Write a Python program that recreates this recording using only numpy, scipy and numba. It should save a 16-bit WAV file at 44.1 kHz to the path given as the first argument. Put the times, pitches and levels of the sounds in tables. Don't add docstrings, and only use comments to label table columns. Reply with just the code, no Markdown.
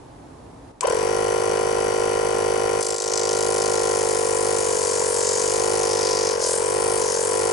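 import sys
import numpy as np
from scipy import signal
from scipy.fft import rfft, irfft
from scipy.io import wavfile
from scipy.ndimage import uniform_filter1d
from numba import njit

SR = 44100
rng = np.random.default_rng(int(sys.argv[2]) if len(sys.argv) > 2 else 0)


def wav_out(sig):
    wavfile.write(sys.argv[1], SR, np.round(np.clip(np.atleast_2d(sig).T, -1, 1) * 32767).astype(np.int16))


N = 331632
T = np.arange(N) / SR
FREQS = np.maximum(np.arange(N // 2 + 1) * SR / N, 1)
SWITCH_ON_S, NOZZLE_ON_S = 0.808, 2.8


def undb(db):
    return 10 ** (np.asarray(db) / 20)


def unit(x):
    return x / np.sqrt(np.mean(x ** 2))


def since(cue_s):
    return np.maximum(T - cue_s, 0)


def curves(table):
    times, *columns = np.transpose(table)
    return [np.interp(T, times, column) for column in columns]


def response(points):
    hz, db = np.transpose(points)
    return undb(np.interp(np.log(FREQS), np.log(hz), db))


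def colour(x, gain):
    return irfft(rfft(x) * gain, N)


def ring(x, modes):
    peaks = (undb(db) / (1 + 1j * (FREQS ** 2 - hz ** 2) / (FREQS * width)) for hz, width, db in modes)
    return colour(x, sum(peaks))


@njit
def bandpass(x, hz, width):
    y, band, low = np.empty(len(x)), 0., 0.
    for i in range(len(x)):
        g, damping = np.tan(np.pi * hz[i] / SR), width / hz[i]
        v = (band + g * (x[i] - low)) / (1 + g * (g + damping))
        band, low, y[i] = 2 * v - band, low + 2 * g * v, damping * v
    return y


def pan(db):
    return undb(np.array([[db], [-db]]) / 2)


def pair(mid, side, side_db):
    return mid + undb(side_db) * side * np.array([[1], [-1]])


def noise(side_db):
    return pair(*rng.standard_normal((2, N)), side_db)


def lobe(turn, centre, width):
    return np.exp(-.5 * (((turn - centre + .5) % 1 - .5) / width) ** 2)


# (frequency [Hz], gain [dB])
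AMBIENCE_EQ = [(25, -25), (41, -10), (80, -7.5), (110, -6.5), (160, -8), (205, -16), (262, -6.5),
               (330, -11), (468, -13.5), (588, -16.5), (900, -15.5), (1400, -28), (2000, -32.5),
               (2700, -37), (11000, -41.5)]


def ambience():
    db = -43 - 6 * np.clip((T - 0.714) / 0.0078, 0, 1)
    mid, side = colour(rng.standard_normal((2, N)), response(AMBIENCE_EQ))
    side = colour(side, response([(100, -13), (500, 2)]))
    return unit(pair(mid, side, side_db=-4)) * undb(db) * pan(-0.99)


# (time [s], nominal depth [dB])
DIPS = [(2.805, 7), (2.945, 6.5)]


def duck(x, attack_s=0.025, release_s=0.17):
    gain = undb(-sum(db * np.clip(since(s) / attack_s, 0, 1) * np.exp(-since(s) / release_s)
                     for s, db in DIPS))
    bass = colour(x, response([(250, 2), (340, -28)]))
    return gain * (x + 0.68 * (gain - 1) * bass)


def switch():
    age = since(SWITCH_ON_S)
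    snap = (1 - np.exp(-age / 0.00034)) * (np.exp(-age / 0.0024) + 0.078 * np.exp(-age / 0.033))
    body = response([(300, -36), (1100, 1), (1600, -17), (2300, 4),
                     (4000, -3), (6500, 8), (8200, 9), (11000, -10)])
    return undb(-16) * snap * unit(colour(noise(side_db=-4), body)) * pan(7.1)


# (frequency [Hz], bandwidth [Hz], gain [dB])
CLACK_MODES = [(990, 76, 2), (6380, 190, 0), (7650, 400, 5), (8140, 410, 4)]


def piston_clacks(turn):
    clacks = lobe(turn, 0.23, 0.043) * np.clip(turn, 0, 1) * np.exp(-since(SWITCH_ON_S) / 0.12)
    return undb(-21) * clacks * unit(ring(noise(side_db=-6), CLACK_MODES)) * pan(3.5)


# (frequency [Hz], gain [dB])
HOSE_EQ = [(1000, 4), (2500, 0), (3700, -7), (5000, 1), (6270, 5), (6700, -6), (7400, 1.5), (8200, 2.5),
           (9000, -0.5), (9550, 3.5), (10400, -0.5), (11000, 0.5)]


def open_hose(turn, pace, fill_s=0.054):
    db = -33 + 10 * (1 - pace)
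    filled = np.clip(since(SWITCH_ON_S) / fill_s, 0, 1) ** 2
    crest = .33 - 0.1 * (1 - pace)
    between = pace ** 3 * (0.2 + 0.34 * lobe(turn, 0.72, 0.28))
    puffs = lobe(turn, crest, 0.095) + between
    fade_out = np.clip(1 - since(NOZZLE_ON_S) / 0.047, 0, 1)
    air = colour(noise(side_db=-11.5), response(HOSE_EQ))
    return unit(puffs * air) * undb(db) * filled * fade_out * pan(3.8)


# (time [s], relative level [dB], gap resonance [Hz], relative top treble [dB])
JET_LANES = [(2.82, -31, 6250, -6), (2.9, -31.5, 6860, -8), (3.21, -30, 5670, -10), (3.54, -28.5, 7250, -5),
             (3.62, -29.5, 6620, -7.5), (4.36, -29.5, 7360, -5), (5.03, -28, 7200, -7),
             (5.11, -28, 7800, -4), (5.27, -27, 7040, -8.5), (5.71, -28.5, 7000, -5.5),
             (6.08, -28.5, 5370, -8), (6.29, -29, 5820, -8.5), (6.34, -31.5, 5310, -6),
             (6.38, -39, 6280, -4.5), (6.43, -26, 5870, -7), (6.52, -26, 8060, -6), (6.62, -32, 8250, -7),
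             (6.96, -27.5, 8400, -4), (7.03, -29.5, 6590, -6), (7.13, -29, 6270, -5.5),
             (7.24, -29, 7700, -5), (7.52, -30, 7670, -5.5)]
# (frequency [Hz], gain [dB])
HISS_EQ = [(1000, -9.5), (2500, -9.5), (3700, -5.5), (4700, 0.5), (6000, 0), (7500, -2.5), (9000, 1.5),
           (11000, -2.5)]
# (frequency [Hz], bandwidth [Hz], gain [dB])
NOZZLE_MODES = [(4750, 150, -8), (5180, 220, -3.5), (6310, 180, -7.5), (6800, 160, -2.5), (7550, 200, -4.5),
                (8400, 270, -17)]
# (frequency [Hz], bandwidth [Hz], gain [dB])
BORE_MODES = [(5500, 300, -20), (5980, 280, 3), (7600, 230, 8.5), (7750, 160, -13)]
# (time [s], boost [dB])
SPITS = [(2.831, 5.5), (2.869, 4.5), (2.908, 5), (3.08, 2), (3.139, 6), (3.177, 3.5)]


def nozzle_jet(turn, pace, trim_db=2, treble_lift_db=7.5, spit_s=0.0035):
    level_db, gap_hz, treble_db = curves(JET_LANES)
    pressure, age = 1 - pace, since(NOZZLE_ON_S)
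    rms_window = SR // 25
    loose = np.exp(-(age / 1.1) ** 2)
    stroke = turn.astype(int)
    stroke_gain = undb((.5 + 0.46 * loose) * rng.standard_normal(stroke[-1] + 1)[stroke])
    leak = .25 - 0.1 * loose + 5.5 * pressure
    flow = leak + lobe(turn, 0.36, .11 - 0.0044 * loose) + 0.47 * lobe(turn, 0.74, 0.07)
    flow *= stroke_gain / np.sqrt(uniform_filter1d(flow ** 2, rms_window))
    air = colour(noise(side_db=-12), response(HISS_EQ))
    air = air + ring(air, NOZZLE_MODES) + np.exp(-age / 0.48) * ring(air, BORE_MODES)
    whistle_db = -5.5 + 15.5 * np.tanh(pressure / 0.06)
    air += undb(whistle_db) * np.array([bandpass(channel, gap_hz, width=2100.) for channel in air])
    sizzle = colour(air, response([(7000, -38), (9000, 7)]))
    air += (undb(treble_db + treble_lift_db) - 1) * sizzle
    air /= np.sqrt(uniform_filter1d(np.mean(air ** 2, axis=0), rms_window))
    spit_db = sum(boost * np.exp(-.5 * ((T - s) / spit_s) ** 2) for s, boost in SPITS)
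    fade_in = np.clip((T - NOZZLE_ON_S) / 0.018 + .5, 0, 1)
    return air * flow * undb(level_db + spit_db + trim_db) * fade_in * pan(2.8)


# (time [s], duration [s], speed lost if held [fraction])
PRESSES = [(3.752, 0.0214, 0.169), (3.908, 0.471, 0.0392), (4.525, 0.864, 0.085), (5.717, 0.585, 0.0359),
           (6.3, 0.194, 0.2866), (6.939, 0.2635, 0.1556)]


def back_pressure(build_s=0.2057, bleed_s=0.1396, flywheel_s=0.07):
    drag = np.zeros(N)
    for start, length, share in PRESSES:
        build = 1 - np.exp(-np.minimum(since(start), length) / build_s)
        drag += share * build * np.exp(-since(start + length) / bleed_s)
    return uniform_filter1d(drag, int(flywheel_s * SR))


def rattle_loop(turn, size=4096, harmonics=230):
    shape = irfft(np.r_[0, np.exp(2j * np.pi * rng.random(harmonics))], size)
    return unit(np.interp(turn % 1, np.arange(size) / size, shape))


# (frequency [Hz], bandwidth [Hz], gain [dB])
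CASING_MODES = [(764.6, 62, 7), (866, 31, 7), (954, 12, -7.5), (1009, 75, 6), (1387, 69, 0.5),
                (1527, 37, -5), (1710, 6, -12), (1890, 50, -8.5), (2343, 290, -15), (2972, 110, -8.5),
                (4520, 79, -2.5), (5743, 62, 3), (6280, 120, -17)]
# (frequency [Hz], gain [dB])
CLATTER_EQ = [(100, -6), (155, -1), (235, -6), (315, 6.5), (500, 15.5), (630, 11.5), (715, 7.5), (790, 2.5),
              (1080, 12.5), (1250, 0.5), (1900, -12), (3000, -9), (3500, -56), (6000, -32), (11000, -29)]
# (frequency [Hz], left minus right [dB])
CLATTER_PAN = [(350, 11.5), (630, 5.5), (1130, 6), (1500, 11.5), (2200, 17), (3640, 6), (6550, 1),
               (11000, 12)]
# (harmonic [multiple of crank speed], relative level [dB])
SHAKE_HARMONICS = [(1, -8), (2, 1), (3, -2), (4, -6.5), (5, -3.5), (6, -6.5)]


def crank(turn, pace):
    load = 0.69 + 2.1 * lobe(turn, 0.36, 0.21) + lobe(turn, 0.79, 0.15)
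    rattle = pair(rattle_loop(turn), rattle_loop(turn), side_db=-1.45)
    grit = np.interp(T, [NOZZLE_ON_S, 4.2], [.4, .62]) * noise(side_db=-1)
    blows = load * (rattle + grit)
    casing = ring(blows * (0.5 + lobe(turn, 0.716, 0.066)), CASING_MODES)
    clatter = undb(-11) * unit(colour(blows, response(CLATTER_EQ))) + undb(-10.5) * unit(casing)
    clatter = colour(clatter, response(CLATTER_PAN) ** np.array([[.5], [-.5]]))
    shake = -sum(undb(db) * np.cos(2 * np.pi * order * (turn - .4)) for order, db in SHAKE_HARMONICS)
    return clatter + undb(-18.5) * unit(shake) * pace ** 4 * pan(-3.5)


def reed(turn, pace, opens, span, glide_hz, scatter_db):
    first_hz, last_hz = glide_hz
    stroke = turn.astype(int)
    progress = np.clip((turn - stroke - opens) / span, 0, 1)
    age = T - np.interp(stroke + opens, turn, T)
    accent, detune = rng.standard_normal((stroke[-1] + 1, 2))[stroke].T
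    sharp = 1 + 0.34 * np.minimum(1 - pace, .5) + .008 * detune
    phase = 2 * np.pi * age * (first_hz + (last_hz - first_hz) * progress / 2) * sharp
    envelope = np.sqrt(np.abs(np.sin(np.pi * progress))) * undb(scatter_db * accent)
    return envelope, -np.cos(phase)


# (frequency [Hz], bandwidth [Hz], gain [dB])
PIPE_MODES = [(883, 45, -0.5), (997, 100, 6)]


def outlet_valve(turn, pace):
    envelope, tone = reed(turn, pace, opens=0.139, span=0.222, glide_hz=(823, 926), scatter_db=4.5)
    chirp = envelope * tone
    db = -21 + 16 * np.tanh(3.3 * (1 - pace))
    return undb(db) * unit(chirp + ring(chirp, PIPE_MODES)) * pan(4.5)


def intake_valve(turn, pace, right_lag_s=.00037):
    envelope, tone = reed(turn, pace, opens=.413, span=.434, glide_hz=(363, 562), scatter_db=.5)
    flutter = envelope * tone
    cup = ring(flutter, [(356.5, 38, 3.5), (457, 99, -3.5), (632.5, 28, -1.5)])
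    honk = unit(colour(flutter + cup, response([(200, -41), (340, 0), (630, 3), (720, 6)])))
    honk = np.array([honk, np.interp(T - right_lag_s, T, honk)]) * pan(-1.9)
    slap_eq = response([(500, -34), (750, 6.5), (1100, -2), (1800, -5), (3000, 16.5)])
    slaps = colour(envelope * np.maximum(tone, 0) ** 10, slap_eq)
    return honk + undb(-17) * unit(ring(slaps, CASING_MODES)) * pan(1.5)


def scene():
    free_speed_hz, spin_up_s = 51.753, 0.0625
    drag = back_pressure()
    speed_hz = free_speed_hz * (1 - np.exp(-since(SWITCH_ON_S) / spin_up_s)) * (1 - drag)
    turn = np.cumsum(speed_hz) / SR
    pace = speed_hz / speed_hz.max()
    valves = intake_valve(turn, pace) + outlet_valve(turn, pace)
    clatter = np.clip(speed_hz / 30, 0, 1) * crank(turn, pace)
    pump = undb(-22.5 - 25 * drag) * (T >= SWITCH_ON_S) * (valves + clatter)
    ducked = duck(pump + ambience())
    return ducked + piston_clacks(turn) + open_hose(turn, pace) + nozzle_jet(turn, pace) + switch()


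def record(dry):
    cutoff_hz = 11150
    return signal.sosfilt(signal.ellip(12, .2, 80, cutoff_hz, fs=SR, output="sos"), dry)


dry = scene()
out = record(dry)
wav_out(out)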